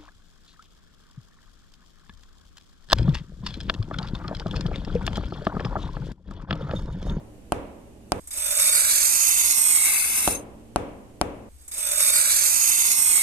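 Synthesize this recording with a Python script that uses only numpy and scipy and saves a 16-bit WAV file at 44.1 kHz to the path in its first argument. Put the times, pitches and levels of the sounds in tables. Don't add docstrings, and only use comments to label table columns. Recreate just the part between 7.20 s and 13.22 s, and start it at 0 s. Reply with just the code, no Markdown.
import sys
import numpy as np
from scipy import signal
from scipy.fft import rfft, irfft, next_fast_len
from scipy.io import wavfile
from scipy.ndimage import uniform_filter1d, map_coordinates

SR = 44100
rng = np.random.default_rng(int(sys.argv[2]) if len(sys.argv) > 2 else 0)


def bounce(signal):
    frames = np.transpose(np.atleast_2d(signal))
    limited = np.clip(frames, -1, 1)
    pcm = np.round(limited * 32767).astype(np.int16)
    wavfile.write(sys.argv[1], SR, pcm)


N = 265702
TIME = np.arange(N) / SR

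# f/Hz, level/dB
FLOOR_SPECTRUM = [(20, -0.5), (45, -4.5), (72, 4), (105, -28), (270, -16.5), (500, -26), (1300, -33),
                  (5000, -38), (8500, -34), (12500, -40), (14500, -45)]
HALL_AIR_SPECTRUM = [(50, -44), (85, -14), (155, -4.5), (330, -4.5), (570, -11), (800, -18), (1300, -35.5),
                     (3000, -30.5), (5000, -66)]
ECHO_SPECTRUM = [(25, -2.5), (50, -2), (90, -1), (130, -7), (300, -3), (550, -1.5), (1000, -11.5),
                 (1700, -22), (2600, -22.5), (4500, -37), (9000, -32.5), (13000, -44)]
THUD_SPECTRUM = [(25, -21), (70, -3), (200, -1), (330, -3), (750, 1.5), (1100, -5), (1550, -11.5),
                 (1900, -32.5), (2800, -19), (4200, -39.5), (7500, -38), (12000, -34), (15000, -59)]
# f/Hz, side level/dB
ROOM_WIDTH = [(60, -5), (150, -12), (370, -4.5), (680, -4), (1200, 0.5)]
# f/Hz, level/dB
HUM_TONES = [(56, -63), (112, -58), (199.5, -62.5), (226, -59), (301.5, -61.5)]
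# f/Hz, t60/s
HALL_DECAY = [(50, 0.46), (160, 0.99), (420, 0.83), (1100, 0.88), (2900, 0.66), (8000, 0.33)]
# f/Hz, level/dB, t60/s
HALL_MODES = [(47, -39, 0.77), (57.5, -36, .6), (109.4, -45, 1.3), (217, -43, 1.4), (261, -41.5, 1.15),
              (281, -40.5, 0.78), (298, -34, 0.74), (376, -43, .8), (485, -34, 0.49), (559, -42, 0.85),
              (686, -25, 0.044)]
TICK_MODES = [(2390, -36.5, 0.016), (3130, -38.5, 0.018), (9270, -32.5, 0.011), (10070, -27, 0.0059)]
# delay/s, level/dB
WALL_ECHOES = [(.0017, -15.5), (.0046, -13.5), (.0072, -8), (.0098, -57), (0.013, -48)]
# from/s, to/s
HALL_OPEN = [(-.1, .998), (2.85, 4.29)]
# t/s, level/dB, L-R/dB, tick gain/dB
KNOCKS = [(-0.26, -2.5, 1, 6), (0.3216, -3.5, -1.5, 6.5), (0.92, -4, -2.5, 10.5), (3.0766, -3, 0.5, 9),
          (3.5601, -2.5, 1, 5), (4.0135, -3, 2, 8)]
# t/s, level/dB
SPITS = [(1.006, -50), (1.038, -50), (1.072, -33.5), (1.106, -34.5), (1.129, -30), (1.172, -23.5),
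         (1.192, -33), (1.281, -25)]
# f/Hz, width/Hz, relative level/dB, L-R/dB
SQUEAL_RINGS = [(6350, 50, -1.5, 11), (2620, 45, -9.5, -11.5), (9600, 77, -7, 9)]
# t/s, rise/s, share of the flow
VALVE_STAGES = [(1.105, .008, 0.12), (1.14, 0.21, .45), (1.378, 0.024, 0.35)]
# f/Hz, level/dB
HISS_SPECTRUM = [(120, -39.5), (280, -33), (500, -40), (900, -27), (1350, -22.5), (1900, -26.5),
                 (2200, -18.5), (3150, -20.5), (3900, -23), (5100, -17), (5500, -22.5), (6000, -22.5),
                 (6600, -15.5), (7600, -23.5), (7950, -16), (8220, -11), (8650, -17), (9800, -16.5),
                 (10700, -17), (11400, -15.5), (12550, -13.5), (13250, -41.5), (13900, -19.5), (14400, -33)]
# f/Hz, L-R/dB
HISS_BALANCE = [(600, -2.5), (1500, -8), (2250, -3), (3100, -0.5), (4500, -2), (5500, -0.5), (7400, -8.5),
                (8250, -13.5), (9300, 0), (10700, 9.5), (12500, -5.5)]
# f/Hz, share
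DIRECT_SHARE = [(200, .95), (900, 0.75), (2000, 0.85), (4400, 0.92), (6000, 0.55), (8300, 0.25),
                (11000, .15)]
# f/Hz, lead/ms
TREBLE_LEAD = [(2000, 0), (2600, .08), (3700, .24), (6400, .24)]
# f/Hz, cut/ms
LEAD_CUT = [(3100, 0), (3600, .075), (5000, .155), (6500, .15), (8200, .1)]
# from/s, to/s
LEAD_CUT_FADE = [1.5, 1.6]
# f/Hz, width/Hz, early gain/dB, late gain/dB
NOZZLE_RESONANCES = [(1220, 240, 3, -2), (2145, 130, -4, 7), (2750, 220, -8, 2), (3115, 260, -8.5, -19),
                     (3700, 450, 5, 1.5), (4420, 560, -5.5, -5.5), (4850, 210, 9, 6),
                     (5070, 370, -16.5, -18), (5430, 190, 11, 10.5), (6270, 180, 3, 7.5),
                     (6630, 160, 1.5, -15.5), (6820, 100, -6, 5), (7240, 400, 2, -0.5),
                     (9416, 220, 0.5, 13.5), (9930, 290, 4.5, 13.5), (11230, 400, 2, 4.5),
                     (12140, 170, -0.5, 7)]
# f/Hz, loss as pressure drops/dB, gain at mid-swing/dB,
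# L-R gained over the swing/dB, lean to the right at mid-swing/dB
HISS_CHANGES = [(600.0, 0.5, -1, 9, 7), (1410, 10.5, -1.5, 18.5, 1), (2500, 9, -2, 16.5, -1.5),
                (3980, 5.5, -2, 2.5, 4), (6490, 10, 4, 5, 8), (8170, 4.5, 4.5, 2, -5),
                (10480, 11.5, 1, -1.5, 8.5), (12600, 8, 1.5, 3.5, 0)]
# t/s, length/s, f/Hz, glide/(Hz/s), width/Hz, left/dB, right/dB
GLIDES = [(1.15, .45, 8800, -700, 450, -14, -4), (1.15, .5, 7200, -300, 501, -9, -0.5),
          (1.53, .2, 4550, 299.5, 605, -1.5, 7.5), (1.5, 0.31, 2350, -1, 593, -2.5, -3),
          (1.6, .7, 6100, -200, 795, 2.5, -1), (2.1, .45, 10900, -3500, 1100, -4.5, -2),
          (2.25, .35, 3850, 298.5, 399, 4.5, -3), (2.5, .25, 2500, 0, 700, -2, -0.5),
          (2.67, .09, 2150, 0, 180, 7, 4), (2.92, .25, 10600, -300, 600, 8.5, -2),
          (3.1, .25, 7550, -1, 450, -1, -10)]
# f/Hz, depth/dB
STREAK_DEPTH = [(1000, 1.5), (2200, 4), (4500, 4.5), (12000, 3)]
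# t/s, level/dB
WHISTLE_LEVEL = [(1.0, 9), (1.2, 9.5), (1.42, 5.5), (1.55, 2), (1.65, 5.5), (1.82, 0), (1.95, -2.5),
                 (2.13, 4.5), (2.28, -10), (2.38, -3.5), (2.62, 9), (2.76, -1.5), (3.05, -0.5)]

LEAK_S, CLOSE_S, SEALED_S = 0.86, 3.149, 3.237
OPEN_S, RELEASE_T60_S = VALVE_STAGES[0][0], 0.12
SWING_START_S, SWING_END_S = 1.507, 2.832
LEAD_MS = 0.455
WHISTLE_HZ, WHISTLE_WIDTH_HZ = 8244, 326
REPEAT_S, TOP_HZ = 3.40669, 14450


def amp(db):
    return 10 ** (np.asarray(db) / 20)


def unit(x):
    return x / np.sqrt(np.mean(x ** 2) + 1e-20)


def along(points, hz):
    freqs, values = np.transpose(points)
    return np.interp(np.log(hz + 1), np.log(freqs + 1), values)


def bell(hz, centre, width, power=2):
    return 1 / (1 + (2 * (hz - centre) / width) ** power)


def wobble(rate):
    return unit(map_coordinates(rng.standard_normal(int(N * rate / SR) + 4), [TIME * rate]))


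def gate(start, rise_s, end, t60):
    rise = np.clip((TIME - start) / rise_s, 0, 1)
    return rise / (1 + amp(60 * np.minimum((TIME - end) / t60, 10)))


def filtered(x, response):
    size = next_fast_len(N + SR // 2)
    return irfft(rfft(x, size) * response(np.fft.rfftfreq(size, 1 / SR)), size)[..., :N]


def pan(db):
    return amp(np.array([db, -db]) / 2)


def white_pair(side_db, size):
    mid, side = rng.standard_normal((2, size))
    return unit(np.array([mid + amp(side_db) * side, mid - amp(side_db) * side]))


def noise(spectrum, side_db):
    return unit(filtered(white_pair(side_db, N), lambda hz: amp(along(spectrum, hz))))


def pulse(spectrum, size=4096):
    cepstrum = irfft(np.log(amp(along(spectrum, np.fft.rfftfreq(size, 1 / SR)))))
    cepstrum[1:size // 2] *= 2
    cepstrum[size // 2 + 1:] = 0
    wave = irfft(np.exp(rfft(cepstrum)))
    return wave / np.abs(wave).max()


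def ring(modes, t):
    return sum(amp(db - 60 * t / t60) * np.sin(2 * np.pi * hz * t) for hz, db, t60 in modes)


def add(track, s, sound):
    start = round(s * SR)
    sound = sound[..., max(-start, 0):]
    part = track[..., max(start, 0):][..., :sound.shape[-1]]
    part += sound[..., :part.shape[-1]]


def room_noise(spectrum):
    mid, side = filtered(rng.standard_normal((2, N)), lambda hz: amp(along(spectrum, hz)))
    side = filtered(side, lambda hz: amp(along(ROOM_WIDTH, hz)))
    return unit(np.array([mid + side, mid - side]))


def hall():
    heard = sum((TIME > start) & (TIME < end) for start, end in HALL_OPEN)
    hum = sum(amp(db + 2.7 * wobble(6.4)) * np.sin(2 * np.pi * hz * TIME + 0.88 * wobble(5.5))
              for hz, db in HUM_TONES)
    air = (amp(-52.5) * room_noise(HALL_AIR_SPECTRUM) + np.sqrt(2) * hum) * pan(-1.9)[:, None]
    return (knocks() + air) * uniform_filter1d(heard.astype(float), size=200)


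def hall_tail():
    hz, t, bins = signal.stft(room_noise(ECHO_SPECTRUM)[:, :SR], SR, nperseg=512)
    decay = amp(-60 * t / along(HALL_DECAY, hz)[:, None])
    tail = signal.istft(bins * decay, SR, nperseg=512)[1]
    onset = 1 - np.exp(-np.arange(tail.shape[1]) / SR / 0.0028)
    return unit(tail) * onset


def knocks():
    out, thud = np.zeros((2, N)), -pulse(THUD_SPECTRUM)
    t = np.arange(len(thud)) / SR
    tick = ring(TICK_MODES, t) * pan(16.5)[:, None]
    echo = amp(-40) * hall_tail()
    echo += ring(HALL_MODES, np.arange(echo.shape[1]) / SR)
    dull = signal.sosfilt(signal.butter(2, 2200, fs=SR, output="sos"), thud)
    for channel in echo:
        for delay, wall_db in WALL_ECHOES:
            add(channel, delay + rng.normal(0, 0.00037), -amp(wall_db) * dull)
    grit_band = signal.butter(2, [2400, 6800], "bandpass", fs=SR, output="sos")
    for s, db, pan_db, tick_db in KNOCKS:
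        gain = amp(db) * pan(pan_db)[:, None]
        grit = signal.sosfilt(grit_band, white_pair(2.3, len(t)))
        crack = amp(-23.5 - 60 * t / 0.0088) * unit(grit)
        add(out, s, gain * (amp(-2.5) * thud + amp(tick_db) * (tick + crack)))
        add(out, s, gain * echo * pan(-0.57)[:, None])
    return out


def spits(t60=0.11):
    envelope, t = np.zeros(N), np.arange(SR // 5) / SR
    for s, db in SPITS:
        add(envelope, s, amp(db - 60 * t / t60) * (1 - np.exp(-t / 0.0011)))
    spectrum = [(300, -18), (1000, -15), (4500, -22), (8300, 1), (12000, -8), (14000, -13)]
    return envelope * noise(spectrum, side_db=2)


def squeal():
    def resonances(hz):
        return sum(amp(db) * pan(pan_db)[:, None] * bell(hz, centre, width)
                   for centre, width, db, pan_db in SQUEAL_RINGS)
    tone = filtered(white_pair(0, N), resonances)
    steady = amp(-34) * gate(start=2.6, rise_s=0.18, end=CLOSE_S, t60=RELEASE_T60_S)
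    chirp = amp(-25) * gate(start=3.135, rise_s=0.023, end=3.158, t60=0.1)
    return (steady + chirp) * unit(tone)


def swing(t):
    return np.clip((t - SWING_START_S) / (SWING_END_S - SWING_START_S), 0, 1)


def nozzle_db(hz, turned):
    centre, width, early_db, late_db = np.transpose(NOZZLE_RESONANCES)
    bells = bell(hz, centre, width)
    return np.outer(bells @ early_db, (1 - turned) ** 2) + np.outer(bells @ late_db, turned ** 2)


def streaks_db(hz, shape):
    field = rng.standard_normal(shape)
    for _ in range(2):
        field = uniform_filter1d(uniform_filter1d(field, size=3, axis=1), size=15, axis=2)
    return along(STREAK_DEPTH, hz) * unit(field)


def glides_db(hz, t):
    total = 0
    for s, length, centre, glide, width, left_db, right_db in GLIDES:
        shape = np.exp(-((t - s) / length) ** 2 - (2 * (hz - centre - glide * (t - s)) / width) ** 2)
        total = total + np.array([left_db * shape, right_db * shape])
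    return total


def airflow(size=1024):
    hz, t, bins = signal.stft(rng.standard_normal((3, N)), SR, nperseg=size)
    hz, scattered, direct = hz[:, None], bins[:2], bins[2]
    turned = swing(t)
    midway, sideways = np.sin(np.pi * turned), np.cos(np.pi / 2 * turned)
    spent = np.clip((t - OPEN_S) / (CLOSE_S - OPEN_S), 0, 1) ** 3.16
    changes = np.array(HISS_CHANGES)
    sag_db, swell_db, swing_db, lean_db = [along(changes[:, [0, k]], hz) for k in range(1, 5)]
    lead_ms = LEAD_MS * sideways + along(TREBLE_LEAD, hz) * (1 - sideways)
    lead_ms -= along(LEAD_CUT, hz) * np.interp(t, LEAD_CUT_FADE, [1, 0])
    delay = np.exp(-2j * np.pi * hz * lead_ms / 1000)
    share = along(DIRECT_SHARE, hz)
    at_mic = np.sqrt(share) * np.array([direct * delay, direct]) + np.sqrt(1 - share) * scattered
    colour_db = nozzle_db(hz, turned) + glides_db(hz, t) + streaks_db(hz, at_mic.shape)
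    level_db = along(HISS_SPECTRUM, hz) + colour_db + swell_db * midway - sag_db * spent
    pan_db = along(HISS_BALANCE, hz) + swing_db * (1 - sideways) - lean_db * midway
    return signal.istft(at_mic * amp(level_db) * pan(pan_db), SR, nperseg=size)[1][:, :N]


def spray():
    flow = sum(share * gate(s, rise_s, CLOSE_S, RELEASE_T60_S) for s, rise_s, share in VALVE_STAGES)
    leak = amp(-39.5) * gate(LEAK_S, rise_s=0.13, end=SEALED_S, t60=0.03)
    sputter_db = np.interp(TIME, [1.15, 1.8], [1.6, 0.7]) * wobble(170) + 0.76 * wobble(40.15)
    air = amp(-0.55) * airflow()
    whistle = filtered(air, lambda hz: bell(hz, WHISTLE_HZ, WHISTLE_WIDTH_HZ, power=4))
    whistle_db = np.interp(TIME, *np.transpose(WHISTLE_LEVEL)) + 1.15 * wobble(45.08)
    hiss = air - whistle + amp(whistle_db) * whistle
    hollow_spectrum = [(300, -51), (500, -11), (575, 3.5), (630, 1.5), (740, -13), (1100, -37)]
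    hollow = amp(-41 - 33 * swing(TIME) + wobble(90)) * noise(hollow_spectrum, side_db=5)
    ringing = gate(OPEN_S, rise_s=0.18, end=CLOSE_S, t60=RELEASE_T60_S)
    return ((flow + leak) * hiss + ringing * hollow) * amp(sputter_db)


def scene():
    out = hall()
    burst = spray() + spits() + squeal()
    add(out, 0, burst)
    add(out, REPEAT_S, burst)
    return out + amp(-51.5) * room_noise(FLOOR_SPECTRUM) * pan(-1.07)[:, None]


def record(dry):
    return filtered(dry, lambda hz: np.clip((TOP_HZ - hz) / 300, 0, 1))


dry = scene()
out = record(dry)
bounce(out)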